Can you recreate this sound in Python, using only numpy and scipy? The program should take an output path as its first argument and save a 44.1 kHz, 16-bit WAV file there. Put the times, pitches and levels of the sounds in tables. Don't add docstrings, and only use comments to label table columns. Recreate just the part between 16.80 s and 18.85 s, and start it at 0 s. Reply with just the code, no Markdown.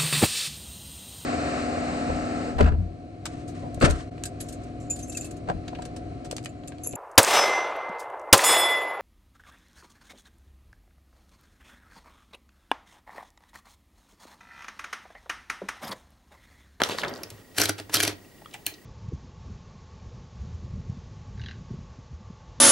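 import sys
import numpy as np
from scipy import signal
from scipy.fft import rfft, irfft, next_fast_len
from scipy.io import wavfile
from scipy.ndimage import uniform_filter1d, map_coordinates

SR = 44100
rng = np.random.default_rng(int(sys.argv[2]) if len(sys.argv) > 2 else 0)


def wav_out(sig):
    wavfile.write(sys.argv[1], SR, np.round(np.clip(np.atleast_2d(sig).T, -1, 1) * 32767).astype(np.int16))


def invert_db(level):
    return 10 ** (np.asarray(level, dtype=float) / 20)


N = 90449

BURST_LEN = SR // 10
LEAD_S = 0.00043
NEAR_SIDE_DB, HUSH_SIDE_DB = -15.5, -6
SCRAPE_GRAIN_DB = 1.8


def unit(x):
    return x / np.sqrt(np.mean(x ** 2) + 1e-20)


def along(points, hz):
    f, v = np.transpose(points)
    return np.interp(np.log(hz + 1), np.log(f + 1), v)


def curve(rows, order=1):
    rows = np.array(rows)
    return np.interp(np.arange(N) / SR, rows[:, 0], rows[:, order], left=-120, right=-120)


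def wobble(rate):
    knots = rng.standard_normal(int(N * rate / SR) + 4)
    return map_coordinates(knots, [np.arange(N) * rate / SR])


def filtered(x, response):
    n = x.shape[-1]
    m = next_fast_len(n + 8192)
    return irfft(rfft(x, m) * response(np.fft.rfftfreq(m, 1 / SR)), m)[..., :n]


def peaks(table):
    def response(f):
        total = 0
        for k, (c, w, db) in enumerate(table):
            total = total + (-1) ** k * invert_db(db) * 1j * f * w / (c * c - f * f + 1j * f * w)
        return total
    return response


# pitch_hz [Hz], lead_rad [radians]
PORT_LEAD = [(100, 0.44), (480, 0.5), (1100, 0.34), (2300, -0.95), (3600, -0.24), (6500, 0.87),
             (8600, 0.88), (11500, 0)]


def spread(pair, side_db):
    side_top_hz = 13800
    side = invert_db(side_db) * filtered(pair[1], lambda f: f / (f + 150) / (1 + (f / side_top_hz) ** 8))
    side = side + filtered(pair[0], lambda f: 1j * np.tan(along(PORT_LEAD, f) / 2))
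    return np.array([pair[0] + side, pair[0] - side])


def burst(t60):
    t = np.arange(BURST_LEN) / SR
    fall = invert_db(-60 * t / max(t60, .003))
    z = rng.standard_normal((2, len(t))) * fall * (1 - np.exp(-t / LEAD_S))
    return z / np.abs(z[0]).max()


def clicks(rows, air_db):
    out = np.zeros((2, N + SR))
    for s, db, hz, wide, t60 in rows:
        band = peaks([(hz, max(wide, .1) * hz, 0)])
        skirt = peaks([(hz, 2 * hz, air_db)])
        z = filtered(burst(t60), lambda f: band(f) ** 2 + skirt(f) ** 2)
        out[:, round(s * SR):][:, :BURST_LEN] += invert_db(db) * z / np.abs(z[0]).max()
    return spread(out[:, :N], NEAR_SIDE_DB)


# time_s [s], level_db [dB], treble_tilt [steps of 2 dB]
SLIDE = [
    (0, -31.5, -28),
    (.045, -35.5, 4.5),
    (.085, -41.5, 2.5),
    (.115, -34.5, 2),
    (.165, -42, 3),
    (.195, -41.5, 5),
    (.245, -33.5, -9),
    (.33, -37.5, -9),
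    (.62, -60.5, 4),
]
# pitch_hz [Hz], level_db [dB per Hz]
PAPER = [(40, -19), (120, -4), (427, 2), (930, -5.5), (1460, -5.5), (2200, -13.5), (3240, -12),
         (13000, -29.5), (16000, -55)]


def sheet():
    grain = rng.standard_normal((2, N))
    grain = grain * invert_db(SCRAPE_GRAIN_DB * (wobble(199.9) + 0.59 * wobble(30.2)))
    rustle = unit(filtered(grain, lambda f: invert_db(along(PAPER, f))))
    bright = filtered(rustle, lambda f: f * f / (f * f + 2000 ** 2))
    tilt_db = np.minimum(curve(SLIDE, order=2), 6) * 2
    return spread(rustle - bright + bright * invert_db(tilt_db), NEAR_SIDE_DB) * invert_db(curve(SLIDE))


# start_s [s], peak_db [dB], pitch_hz [Hz], width [fraction of pitch], t60_s [s]
SNAPS = [(.002, -18.5, 800, 1.55, 0.046), (.0175, -9.5, 1320, 2.1, 0.012), (.018, -9.5, 380, 3.2, 0.01),
         (.036, -6, 4080, 0.76, 0.0051), (.089, -21.5, 1300, 4.1, 0.014), (.0362, -20, 1400, 0.27, 0.014),
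         (.0364, -14, 3260, 0.17, 0.012), (.059, -28, 500, 0.69, 0.022), (.0962, -20, 240, 1.05, 0.0028),
         (.0964, -22, 1310, 0.96, 0.0039), (.0966, -23.5, 4000, 0.28, 0.0048),
         (.109, -24.5, 3100, 0.61, 0.15), (.123, -26.5, 450, 0.76, 0.012), (.145, -27, 513, .6, 0.035),
         (.180, -36, 8050, 0.78, 0.15), (.194, -25, 4200, 0.55, .05), (.295, -40, 12900, .2, .012),
         (.300, -45, 5200, 0.33, .01), (.1845, -17.5, 4200, 0.31, 0.013), (.185, -17.5, 1180, 1.3, 0.023),
         (.216, -24, 3100, 0.32, 0.026), (.230, -23.5, 700, 0.65, 0.074), (.234, -18, 1750, 0.67, 0.033),
         (.240, -20, 1300, 0.62, 0.091), (.248, -24, 3500, 0.33, 0.0059), (.280, -29.5, 4400, 0.58, 0.047),
         (.3377, -30, 4900, 0.22, 0.011), (.352, -36, 6000, 1.5, 0.0075), (.360, -33.5, 4420, 0.23, 0.0038),
         (.367, -37, 4730, 0.38, 0.029), (.377, -37, 5950, 1.4, 0.0072), (.433, -25.5, 4970, 0.38, 0.035),
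         (.4332, -26.5, 11900, 0.28, 0.0027), (.4334, -31.5, 2360, 0.44, 0.017),
         (.5014, -36.5, 10300, 0.23, 0.0084), (.502, -33, 3630, 2.3, 0.036)]


def paper_snaps():
    return clicks(SNAPS, air_db=-12.5)


# pitch_hz [Hz], level_db [dB per Hz]
HUSH = [(12, -23), (25, 2), (111, 6.5), (347, 5.5), (1020, -8.5), (1550, -12), (1880, -9), (2480, -13.5),
        (15000, -18.5)]


def camera():
    hush_db, hush_sway_db = -53, .6
    motor_start_s, motor_period_s, motor_on_s = .0126, 1001 / 30000, 0.015
    motor_hz, motor_db, tick_db = 1907, -55.5, -40
    overtone_hz, overtone_db = 4770, -10.5
    line_hz, line_db = 15698, -71
    t = np.arange(N) / SR
    hiss = rng.standard_normal((2, N)) * invert_db(hush_sway_db * wobble(20.16))
    hush = unit(filtered(hiss, lambda f: invert_db(along(HUSH, f))))

    picture, since = np.divmod(t - motor_start_s, motor_period_s)
    pulse = (since < motor_on_s) * invert_db(-150 * since)
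    gate = uniform_filter1d(pulse, size=100) * invert_db(2.7 * wobble(6.7))
    tick = (picture % 2 == 1) * invert_db(tick_db - 60 * since / 0.033) * rng.standard_normal(N)
    tick = filtered(tick, peaks([(2800, 250, 0.003)]))
    tone = np.sin(2 * np.pi * motor_hz * t + 0.39 * wobble(38.45))
    overtone = invert_db(overtone_db) * np.sin(2 * np.pi * overtone_hz * t)
    whine = invert_db(motor_db) * gate * (tone + overtone)
    line = invert_db(line_db + 2 + wobble(18)) * np.sin(2 * np.pi * line_hz * t)
    return invert_db(hush_db) * spread(hush, HUSH_SIDE_DB) + whine + tick + line


# start_s [s], peak_db [dB], t60_s [s], pitch_hz [Hz], thump_db [dB]
TEETH = [(0.765, -33.5, .03, 3950, -30), (0.7783, -23, .02, 4470, -38), (0.7824, -7.5, 0.022, 3100, -4),
         (0.7849, -19, 0.024, 5030, -13.5), (0.7996, -10.5, 0.0099, 4230, -3.5),
         (.8035, -8.5, 0.0078, 3000, -4), (0.8162, -3, 0.0042, 5400, -4),
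         (0.8181, -15.5, 0.059, 1900, -6.5), (0.8342, -11, 0.056, 1560, -7),
         (0.8556, -10, 0.016, 4070, -9.5), (0.8929, -9.5, 0.018, 1520, -1.5),
         (1.1409, -7, 0.021, 4630, -8.5), (1.1448, -9, 0.02, 1470, -15), (1.1526, -8, 0.025, 3200, -9),
         (1.16, -11.5, 0.013, 4640, -19), (1.1684, -8.5, 0.02, 3230, -5.5), (1.2021, -9, 0.014, 3040, -6.5),
         (1.2079, -13.5, 0.016, 2600, -14), (1.229, -9, 0.012, 11300, -14),
         (1.2312, -11.5, 0.017, 3180, -4), (1.2338, -9, 0.023, 5840, -6.5), (1.2379, -20, 0.013, 4000, -20),
         (1.2496, -14, 0.018, 710, -12.5), (1.277, -11, 0.018, 2780, -3)]
# pitch_hz [Hz], level_db [dB per Hz]
TOOTH = [(290, -33), (500, -16), (1030, -12.5), (1570, -2.5), (3000, -6), (5710, -5), (6610, -7),
         (11500, -6.5), (16000, -19.5)]
# pitch_hz [Hz], width_hz [Hz], level_db [dB]
STEEL = [(1404, 160, -1.5), (1980, 17, -4), (2342, 18, 1), (3200, 91, 10.5), (4230, 60, 5),
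         (4730, 61, 12.5), (5840, 105, 5.5), (7800, 130, -32), (11000, 200, -7), (12400, 89, -11)]
# pitch_hz [Hz], width_hz [Hz], level_db [dB]
FRAME = [(100.9, 8.5, 4.5), (296.7, 33, 2), (324, 20.7, 2.5), (407, 16.6, -0.5), (690, 105, -7)]
# start_s [s], level_db [dB]
KNOCKS = [
    (1.0, -8),
    (1.096, -12.5),
    (1.297, -12.5),
    (1.324, -12),
    (1.867, -12.5),
    (1.921, -21),
]
# start_s [s], level_db [dB]
LEANS = [(0.08, 15.5), (0.262, -7), (.34, -5), (0.45, 10), (0.518, 18), (0.545, 14), (1.038, 5),
         (1.149, 12.5), (1.337, 17), (1.412, 8)]


def ratchet():
    climb_db, climb_s = -12.5, 0.0069
    favour_db, favour_wide = 3, 0.28
    ring_db = -1
    thump_lift_db = 24
    hits, blows, leans = np.zeros((2, N + SR)), np.zeros(N), np.zeros(N)
    for s, db, t60, hz, thump_db in TEETH:
        start = round(s * SR)
        favour = peaks([(hz, favour_wide * hz, favour_db)])
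        crack = filtered(burst(t60), lambda f: 1 + favour(f))
        climb = burst(7 * climb_s)[:, ::-1]
        hits[:, start:][:, :BURST_LEN] += invert_db(db) * crack / np.abs(crack[0]).max()
        hits[:, start - BURST_LEN:][:, :BURST_LEN] += invert_db(db + climb_db) * climb
        blows[start] = invert_db(thump_db + thump_lift_db)
    for s, db in KNOCKS:
        blows[round(s * SR)] += invert_db(db + 19.5)
    for s, db in LEANS:
        leans[round(s * SR)] = invert_db(db)

    steel, desk = peaks(STEEL), peaks(FRAME[:1])
    click = filtered(hits[:, :N], lambda f: invert_db(along(TOOTH, f) + 6.5) * (1 + invert_db(ring_db) * steel(f)))
    thump = filtered(blows, peaks(FRAME))
    lean = filtered(leans, lambda f: desk(f) / (1 + 1j * f / 120) ** 2)
    return spread(click, NEAR_SIDE_DB) + thump + lean


# time_s [s], level_db [dB]
FIRST_TWIST = [(.745, -53), (.775, -47), (.79, -30.5), (.85, -36), (.875, -37), (.90, -29), (.95, -79),
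               (.99, -37.5), (1.04, -62)]
# time_s [s], level_db [dB]
SECOND_TWIST = [(1.118, -61), (1.125, -39.5), (1.14, -31.5), (1.17, -46), (1.185, -29.5), (1.22, -40),
                (1.27, -34), (1.30, -34.5), (1.39, -83)]
# pitch_hz [Hz], level_db [dB per Hz]
RUB = [(240, -15), (400, 2), (1030, -5.5), (2750, -4.5), (5270, -8), (5870, -12), (12100, -19),
       (16000, -36)]


def platen():
    grain = rng.standard_normal((2, N))
    grain = grain * invert_db(SCRAPE_GRAIN_DB * (wobble(300) + 1.6 * wobble(40.6)))
    steel = peaks(STEEL)
    scrape = unit(filtered(grain, lambda f: invert_db(along(RUB, f)) * (1 + invert_db(-26.0) * steel(f))))
    return spread(scrape, NEAR_SIDE_DB) * (invert_db(curve(FIRST_TWIST)) + invert_db(curve(SECOND_TWIST)))


# start_s [s], peak_db [dB], pitch_hz [Hz],
# width [fraction of pitch], t60_s [s]
TAPS = [(.981, -34.5, 3670, 0.73, 0.026), (.9812, -42, 9100, 0.32, 0.026), (.983, -45, 700, 1.7, 0.03),
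        (1.0935, -46, 7500, 0.9, 0.015), (.999, -25, 2380, 1.8, 0.0087), (1.095, -31.5, 1100, 3, 0.053),
        (1.1415, -9, 10800, 0.38, 0.03), (1.618, -41.5, 787, 0.2, 0.024), (1.658, -34.5, 1310, 0.48, 0.015),
        (1.6582, -42, 3250, 0.16, 0.017), (1.709, -46, 3500, 1.1, 0.046), (1.728, -44, 2920, 0.55, .1),
        (1.737, -36.5, 3500, 3, 0.094), (1.741, -28, 2800, 0.5, 0.018), (1.746, -34.5, 2140, 0.78, 0.062),
        (1.738, -38, 7900, 0.33, 0.056), (1.742, -37, 780, 0.32, 0.093), (1.762, -50, 2900, 1.2, 0.032),
        (1.859, -34, 4700, 0.42, 0.023), (1.939, -37.5, 4200, 0.67, 0.044)]


def finger_taps():
    return clicks(TAPS, air_db=-14)


# pitch_hz [Hz], width_hz [Hz], level_db [dB]
LEVER = [(774, 140, -15), (2470, 170, -28), (3030, 240, 7), (4340, 300, 0.5), (5800, 270, -6),
         (6740, 500, -1), (9350, 980, -2), (11800, 430, 1.5), (13800, 1500, -7), (16200, 740, -1.5)]
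# pitch_hz [Hz], width_hz [Hz], level_db [dB]
LEVER_RING = [(800, 120, -1.5), (1680, 150, 3), (2430, 130, 5.5), (3100, 220, 0), (4200, 300, -1),
              (5870, 170, 0), (6600, 200, -5), (9400, 200, -10), (11600, 180, -14)]


def lever():
    start_s, level_db, crack_t60 = 1.8645, -12, 0.0057
    bounce_s, bounce_db = .002, -3.5
    rattle_db, rattle_t60 = -12, 0.17
    struck, ringing = peaks(LEVER), peaks(LEVER_RING)
    crack = burst(crack_t60)
    bounce = np.roll(burst(crack_t60), round(bounce_s * SR), axis=1)
    crack = crack + invert_db(bounce_db) * bounce
    crack = filtered(crack, lambda f: struck(f) + invert_db(-14) * f / (f + 1500))
    rattle = filtered(burst(rattle_t60), lambda f: ringing(f) + invert_db(-9.5) * f / (f + 1500))
    crack = crack / np.abs(crack[0]).max()
    rattle = invert_db(rattle_db) * rattle / np.abs(rattle[0]).max()
    out = np.zeros((2, N + SR))
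    out[:, round(start_s * SR):][:, :BURST_LEN] = crack + rattle
    return spread(invert_db(level_db) * out[:, :N], NEAR_SIDE_DB)


# pitch_hz [Hz], t60_s [s]
ROOM = [(200, 0.38), (2000, 0.29), (10000, 0.14)]


def room(x):
    hz, t, z = signal.stft(rng.standard_normal((2, SR // 2)), SR, nperseg=256)
    fall = invert_db(-60 * t / along(ROOM, hz)[:, None])
    tail = signal.istft(z * fall, SR, nperseg=256)[1]
    tail = tail / np.linalg.norm(tail[0])
    late = np.pad(x, (200, 0))
    late = filtered(late, lambda f: f * f / (f * f + 200 ** 2))
    return signal.fftconvolve(late[None], tail, axes=1)[:, :N]


def scene():
    near = ratchet() + platen() + sheet() + lever()
    near = near + paper_snaps() + finger_taps()
    room_db = -12
    return near + invert_db(room_db) * room(near.mean(axis=0)) + camera()


def band_limit(x):
    return signal.sosfilt(signal.butter(12, 16660, fs=SR, output="sos"), x)


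def record(dry):
    top_hz = 15900
    mix = filtered(dry, lambda hz: hz < top_hz)
    return band_limit(mix)


dry = scene()
out = record(dry)
wav_out(out)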